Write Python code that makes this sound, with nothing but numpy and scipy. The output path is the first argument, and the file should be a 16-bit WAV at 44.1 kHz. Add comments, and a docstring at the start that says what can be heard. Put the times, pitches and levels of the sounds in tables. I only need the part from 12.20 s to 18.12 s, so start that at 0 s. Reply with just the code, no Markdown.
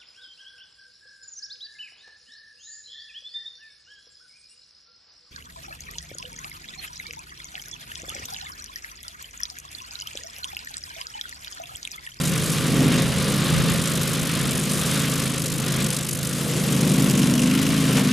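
"""A two-cylinder petrol engine drones from afar: a ride-on mower works through tall grass on an open hillside.
Sums of engine orders make the drone, and higher orders and pipe hiss the bark when thick grass bogs it down.
Orders of the blade passes thump in the deck, and throbbing noise is the slash of the grass at every pass.
Filtered noise makes the clatter, the roar and the breeze rumbling on the microphone; gusts and stalk
cracks come and go, and near the end a clump of grass surges through the deck."""
import sys
import numpy as np
from scipy import signal
from scipy.io import wavfile
from scipy.ndimage import uniform_filter1d

SR = 44100
rng = np.random.default_rng(int(sys.argv[2]) if len(sys.argv) > 2 else 0)


def store_wav(level_fs):
    """Save 16-bit WAV to argv[1]."""
    pcm = np.round(np.clip(np.atleast_2d(level_fs), -1, 1) * 32767)
    wavfile.write(sys.argv[1], SR, pcm.T.astype(np.int16))


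def volts(x):
    """Linear amplitude factor 10**(x/20) for a level x in dB, scalar or array-like."""
    e = np.asarray(x, float) / 20
    return 10 ** e


N = 261072  # samples

FIRST_PASS = .46        # blade's place in its cycle of passing, in parts of that cycle
SECOND_CYLINDER = .375  # second firing after the first, in parts of a firing cycle
LEFT_RIGHT = np.array([[1], [-1]])


def rms_one(x):
    """Scale to unit rms."""
    return x / np.sqrt(np.mean(x ** 2) + 1e-20)


def in_time(rows):
    """Draw the columns of a table as curves over the samples."""
    seconds, *columns = np.transpose(rows)
    return [np.interp(np.arange(N) / SR, seconds, column) for column in columns]


def at_hz(points, hz):
    """Read a spectrum on a log-frequency axis."""
    point_hz, value = np.array(points).T[:2]
    return np.interp(np.log(hz), np.log(np.maximum(point_hz, 1)), value)


def drift(rate_hz):
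    """Slow chance of spread 1: coarse noise through a double one-pole low-pass."""
    coarse = 40  # samples per coarse step
    pole = np.exp(-2 * np.pi * coarse * rate_hz / SR)
    noise = rng.standard_normal(N // coarse + 2002)
    slow = signal.lfilter([1], [1, -2 * pole, pole * pole], noise)[2000:]  # settled part only
    return np.interp(np.arange(N) / coarse, np.arange(len(slow)), rms_one(slow))


def turns(per_s):
    """Cycles completed since the start: the running sum of the rate."""
    return np.cumsum(per_s) / SR


def hiss_pairs():
    """White noise for bands(): two pairs, each a mid and a side signal."""
    return rng.standard_normal((2, 2, N))


# Stereo width over the spectrum. Each row: frequency in Hz, left-right likeness (1 = the same).
LIKENESS = [(60, 0.4), (110, 0.97), (200, 0.77), (370, 0.9), (690, 0.83), (1270, 0.96), (2330, 0.88),
            (4280, 0.88), (7880, 0.93), (14500, 0.65)]
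# Stereo tilt over the spectrum. Each row: frequency in Hz, left minus right in dB.
LEFT_LEAD = [(60, -1), (700, 0.7), (1200, 3), (2300, 0), (4300, 0.5), (8000, 0), (14000, 6.5)]


def bands(spectrum, source, patchy_db, alike=1.0, flicker_hz=14.0):
    """Third-octave bands of noise, each with its own level, flicker and stereo likeness; rms 1 overall."""
    low_hz, high_hz = spectrum[0][0], spectrum[-1][0]
    edges = np.geomspace(low_hz, high_hz, int(3 * np.log2(high_hz / low_hz)) + 1)
    out = 0
    for k, (low, high) in enumerate(zip(edges, edges[1:])):
        sos = signal.butter(2, [low, high], "band", fs=SR, output="sos")
        mid, side = signal.sosfilt(sos, source[k % 2])  # neighbouring bands use different noise
        hz = np.sqrt(low * high)
        likeness = np.clip(alike * at_hz(LIKENESS, hz), 0, 1)
        level_db = at_hz(spectrum, hz) + patchy_db * drift(flicker_hz)
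        gain = volts(level_db + at_hz(LEFT_LEAD, hz) / 2 * LEFT_RIGHT)
        out = out + gain * (np.sqrt(1 + likeness) * mid + np.sqrt(1 - likeness) * side * LEFT_RIGHT)
    return rms_one(out)


def order(phase, wobble_db, jitter, rate_hz=2.1):
    """One order of a rotation (phase in turns), wavering in level and phase as the air path shimmers."""
    level = np.sqrt(2) * volts(wobble_db * drift(rate_hz))
    return level * np.cos(2 * np.pi * phase + jitter * drift(4.6))  # jitter in radians


def puffs(phase, fall):
    """Two unevenly spaced gas puffs a cycle, each dying away; fall in parts of a cycle."""
    return sum(np.exp(-((phase - start) % 1) / fall) for start in (-.04, SECOND_CYLINDER - .06))


def burst(phase, rise, spread):
    """A swell each cycle, quick up and slower down, every cycle with its own strength."""
    part, count = phase % 1, np.floor(phase).astype(int) + 1
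    swell = -np.cos(2 * np.pi * np.interp(part, [0, rise, 1], [0, .5, 1]))
    swell = swell - 2.0 * np.maximum(-swell, 0) ** 2  # the gaps run deeper than the crests run high
    strength = rng.standard_normal(count.max() + 1)[count]
    return swell + spread * uniform_filter1d(strength, size=120)


# The engine's speed. Each row: time in seconds, firing cycles per second.
ENGINE = [(0.0, 27.02), (0.4, 26.95), (1.0, 27.21), (1.6, 27.57), (2.2, 27.17), (2.7, 26.87), (3.2, 27.07),
          (3.65, 26.6), (4.1, 26.98), (4.55, 26.0), (4.85, 25.93), (5.1, 24.5), (5.3, 25.43), (5.55, 26.98),
          (5.75, 25.76), (5.92, 24.81)]
# The belt drive, slipping in thick grass. Each row: time in seconds, blade passes per firing cycle.
BELT = [(0.0, 1.8235), (0.6, 1.8401), (4.05, 1.8405), (4.8, 1.7956), (5.92, 1.8243)]


def engine_and_blade():
    """Phases in turns: the engine's firing cycle, and the blade passes that the belt drives from it."""
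    cycles_per_s, = in_time(ENGINE)
    passes_per_cycle, = in_time(BELT)
    return turns(cycles_per_s), turns(cycles_per_s * passes_per_cycle)


# Exhaust orders. Each row: multiple of the firing cycle, level within the drone in dB,
# level within the bark in dB.
EXHAUST = [(2, -20, -22), (3, -15.5, -25), (4, -25, -23), (5, -1, -34), (6, -2, -3.5), (7, -11.5, -10),
           (8, -8, 0.5), (9, -12, -13), (10, -18, 4), (11, -24, -4.5), (13, -18, -14.5), (16, -19.5, -25),
           (20, -15, -16.5)]


def exhaust(phase, drone_db, bark_db):
    """Two uneven firings a cycle: the muffler passes a low drone, under load higher orders break through."""
    out = 0
    for k, drone, bark in EXHAUST:
        both_cylinders = 1 + np.exp(-2j * np.pi * k * SECOND_CYLINDER)
        twin = np.angle(both_cylinders) / (2 * np.pi)  # phase of their sum, in turns
        drone_phase = k * (phase - .02) + twin - .12
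        bark_phase = k * (phase + SECOND_CYLINDER) + twin + .4
        out = out + volts(drone_db + drone) * order(drone_phase, wobble_db=1.2, jitter=.2)
        out = out + volts(bark_db + bark) * order(bark_phase, wobble_db=2.2, jitter=.2, rate_hz=3)
    return out


# Deck thump orders. Each row: multiple of the blade pass rate, level within the thump in dB.
THUMP = [(2, -15), (3, -1.5), (4, 2), (5, -2.5), (6, -9.5), (7, -8), (8, -10.5), (10, -15.5)]


def deck(phase, thump_db):
    """Each blade pass pumps air and grass through the housing as one soft thump."""
    place = phase - FIRST_PASS - .26
    return volts(thump_db) * sum(volts(db) * order(k * place, wobble_db=2.5, jitter=0.86) for k, db in THUMP)


# The cut over time. Each row: time in seconds, grass slash level in dB, depth of the throb at each
# pass in dB for a swing of 1.
CUT = [(0.0, -29.5, 4), (0.33, -30, 1.5), (0.55, -33.5, 1.5), (1.5, -30, 3), (2.3, -31.5, 3.5),
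       (2.6, -28.5, 1), (3.25, -31.5, 5), (3.7, -29.5, 4.5), (4.0, -32, 5.5), (4.2, -30.5, 0),
       (4.85, -30.5, 4), (5.36, -37, 1.5), (5.77, -30.5, 1.5), (5.92, -38.5, 3)]
# Colour of the slash. Each row: frequency in Hz, relative level in dB per Hz.
SLASH = [(1760, -16), (3000, -6), (3970, -10), (4210, -8.5), (5100, -4.5), (6880, -8), (7570, 0),
         (10200, -4), (11800, -7), (13800, -10)]


def slash(phase):
    """A swish of hiss and stalk snaps at every pass of the blade, throbbing with the cut."""
    level_db, depth_db = in_time(CUT)
    throb = volts(depth_db * burst(phase - FIRST_PASS + .05 * drift(25), rise=.33, spread=.22))
    throb = throb / np.sqrt(uniform_filter1d(throb ** 2, size=8820))  # even level over 0.2 s
    unevenness = np.minimum(rng.exponential(1, (2, 1, N)), 6)  # stalks break unevenly
    snaps = volts(2.8 * unevenness + 2.0 * drift(150))
    return volts(level_db) * bands(SLASH, hiss_pairs() * throb * snaps, patchy_db=1.5, flicker_hz=40.0)


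# Colour of the clatter. Each row: frequency in Hz, relative level in dB per Hz.
CLATTER = [(380, -37), (650, -5), (687, -35), (776, -24), (1030, -11), (1190, -7), (1290, -1), (1420, -7.5),
           (2300, -8), (3630, -8), (6000, -18), (7800, -29), (13200, -120)]
# Whine of fan and gears. Each row: multiple of the firing cycle, level against the clatter in dB.
WHINE = [(36, -24), (39, -23), (40, -20), (42, -24), (43, -20), (44, -19), (45, -22)]


def clatter(phase, level_db):
    """Valves, belt and cooling fan: noise swelling a little at each firing, with a faint high-order whine."""
    beat = (1 + .5 * puffs(phase, fall=0.18)) * volts(1.0 * drift(28))
    whine = sum(volts(db) * order(k * phase + rng.random(), wobble_db=2.5, jitter=.3) for k, db in WHINE)
    return volts(level_db) * (bands(CLATTER, hiss_pairs() * beat, patchy_db=0.79) + whine)


# Colour of the hiss at the pipe. Each row: frequency in Hz, relative level in dB per Hz.
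PIPE_HISS = [(1200, -21), (1800, -10), (2700, 9), (3800, -16), (5500, 3.5), (7000, 0), (10000, -1),
             (13800, -6)]


def tailpipe(phase, bark_db):
    """Gas hisses out of the pipe at each firing, harder as the engine barks."""
    gas = uniform_filter1d(puffs(phase, fall=0.2), size=60) * volts(2.0 * drift(36))
    return volts(1.21 * bark_db + 0.5) * bands(PIPE_HISS, hiss_pairs() * gas, patchy_db=1.5)


# Colour of the low roar. Each row: frequency in Hz, relative level in dB per Hz.
ROAR = [(90, -5), (130, -32), (180, 11), (260, 1.5), (340, -1.5), (550, 3), (700, -13), (900, -5.5)]


def roar(phase, clatter_db, thump_db, drone_db):
    """Low noise that heaves with the firings and follows part of the swing of clatter, thump and drone."""
    level_db = -31.5
    for curve_db, share in ((clatter_db, .3), (thump_db, .33), (drone_db, .23)):
        level_db = level_db + share * (curve_db - curve_db.mean())
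    swell = 1 + 0.82 * puffs(phase - .06, fall=0.082)
    return volts(level_db) * bands(ROAR, hiss_pairs() * swell, patchy_db=1.5, alike=1.0)


# Colour of the wind rumble. Each row: frequency in Hz, relative level in dB per Hz.
BREEZE = [(30, -21), (42, -14), (60, -12), (90, -3.5), (130, -1), (200, -7.5)]
# Short gusts. Each row: time of the crest in seconds, level added at the crest in dB.
GUSTS = [(0.64, -33), (1.38, -25), (1.52, -27), (2.25, -35), (5.47, -37)]


def breeze():
    """Wind on each microphone port: a dying rumble with a few short gusts."""
    start_db, dies_db_per_s, gust_s = -31.5, 1.5, .04
    t = np.arange(N) / SR
    level = volts(start_db - dies_db_per_s * t)
    level = level + sum(volts(db) * np.exp(-.5 * ((t - s) / gust_s) ** 2) for s, db in GUSTS)
    return level * bands(BREEZE, hiss_pairs(), patchy_db=2.5, alike=0.43, flicker_hz=7.6)


# Snapping stalks. Each row: time in seconds, level in dB ahead of the band-pass.
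STALKS = [(0.8217, -10), (1.8325, -9), (2.3097, -8.5), (3.22, -13), (3.7045, -8), (3.767, -12),
          (3.8923, -11), (4.031, -12), (4.8985, -7), (5.7853, -11)]


def stalks():
    """Thick stalks snap: bright crackle of random sign, dying away within about a millisecond."""
    hits = np.zeros(N)
    hits[[round(s * SR) for s, db in STALKS]] = volts(np.array(STALKS)[:, 1])
    decay = np.exp(-1 / (.0007 * SR))  # 0.7 ms
    crack = signal.lfilter([1], [1, -decay], hits + 1e-18) * rng.choice([-1, 1], N)
    return signal.sosfilt(signal.butter(2, [5000, 13000], "band", fs=SR, output="sos"), crack)


# The clump of grass. One row: time of the crest in seconds, level in dB, spread in seconds.
CLUMP = (5.785, -27, .022)


def clump():
    """A clump of grass is dragged through the deck: a rough broad surge of noise."""
    crest_s, level_db, spread_s = CLUMP
    swell = np.exp(-.5 * ((np.arange(N) / SR - crest_s) / spread_s) ** 2)
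    swell = swell * volts(3.2 * drift(52))
    sos = signal.butter(2, [300, 3500], "band", fs=SR, output="sos")
    return volts(level_db) * swell * rms_one(signal.sosfilt(sos, rng.standard_normal(N)))


# The load on engine and blade. Each row: time in seconds, exhaust bark in dB, deck thump in dB.
LOAD = [(0.0, -49, -43), (0.2, -42, -36), (0.4, -41.5, -40.5), (0.62, -30.5, -25.5), (0.9, -48, -37),
        (1.1, -37, -34.5), (1.3, -43.5, -35), (1.75, -44.5, -39.5), (2.1, -38, -40), (2.4, -58, -33.5),
        (2.8, -33, -43), (3.3, -45.5, -42.5), (3.65, -43, -37.5), (3.9, -53.5, -47), (4.3, -42, -34.5),
        (4.8, -28.5, -26.5), (5.1, -25.5, -28), (5.45, -26.5, -38), (5.65, -29.5, -40),
        (5.78, -29.5, -25.5), (5.92, -26.5, -36)]
# How loud the machine arrives as the air over the slope shifts. Each row: time in seconds,
# clatter in dB, exhaust drone in dB.
MACHINE = [(0.0, -32, -28.5), (0.25, -32.5, -31), (0.62, -29.5, -25), (0.81, -28, -23), (0.9, -31.5, -28),
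           (1.1, -29, -28.5), (1.4, -28.5, -26), (1.52, -27.5, -27), (1.62, -31.5, -30),
           (2.21, -30.5, -30.5), (2.47, -33.5, -32.5), (2.75, -29, -27), (3.18, -33.5, -29.5),
           (3.25, -37, -31.5), (3.6, -30.5, -26.5), (3.92, -39.5, -35), (4.35, -33, -29),
           (4.7, -32.5, -26.5), (4.9, -31, -30), (5.1, -32.5, -35), (5.7, -29.5, -25), (5.92, -30.5, -35)]


def scene():
    """Mower near the middle, creeping leftwards, with breeze on each microphone port."""
    firing, passing = engine_and_blade()
    bark_db, thump_db = in_time(LOAD)
    clatter_db, drone_db = in_time(MACHINE)
    tones = exhaust(firing, drone_db, bark_db) + deck(passing, thump_db)
    hiss = slash(passing) + clatter(firing, clatter_db) + tailpipe(firing, bark_db)
    low_roar = roar(firing, clatter_db, thump_db, drone_db)
    mower = tones + hiss + low_roar + stalks() + clump()
    creep_db = np.linspace(-.3, .3, N)  # left up, right down
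    return mower * volts(creep_db * LEFT_RIGHT) + breeze()


def top_cut(x):
    """Nothing passes above the cut-off."""
    return signal.sosfilt(signal.butter(12, 15100, fs=SR, output="sos"), x)


def record(dry):
    """The microphone dips around 12 kHz, and the top is cut steeply above 13.78 kHz."""
    peak = signal.lfilter(*signal.iirpeak(12000, 14, fs=SR), dry)
    dipped = dry - .4 * peak
    cut = signal.sosfilt(signal.ellip(10, .5, 45, 13780, fs=SR, output="sos"), dipped)
    return top_cut(cut)


dry = scene()
out = record(dry)
store_wav(out)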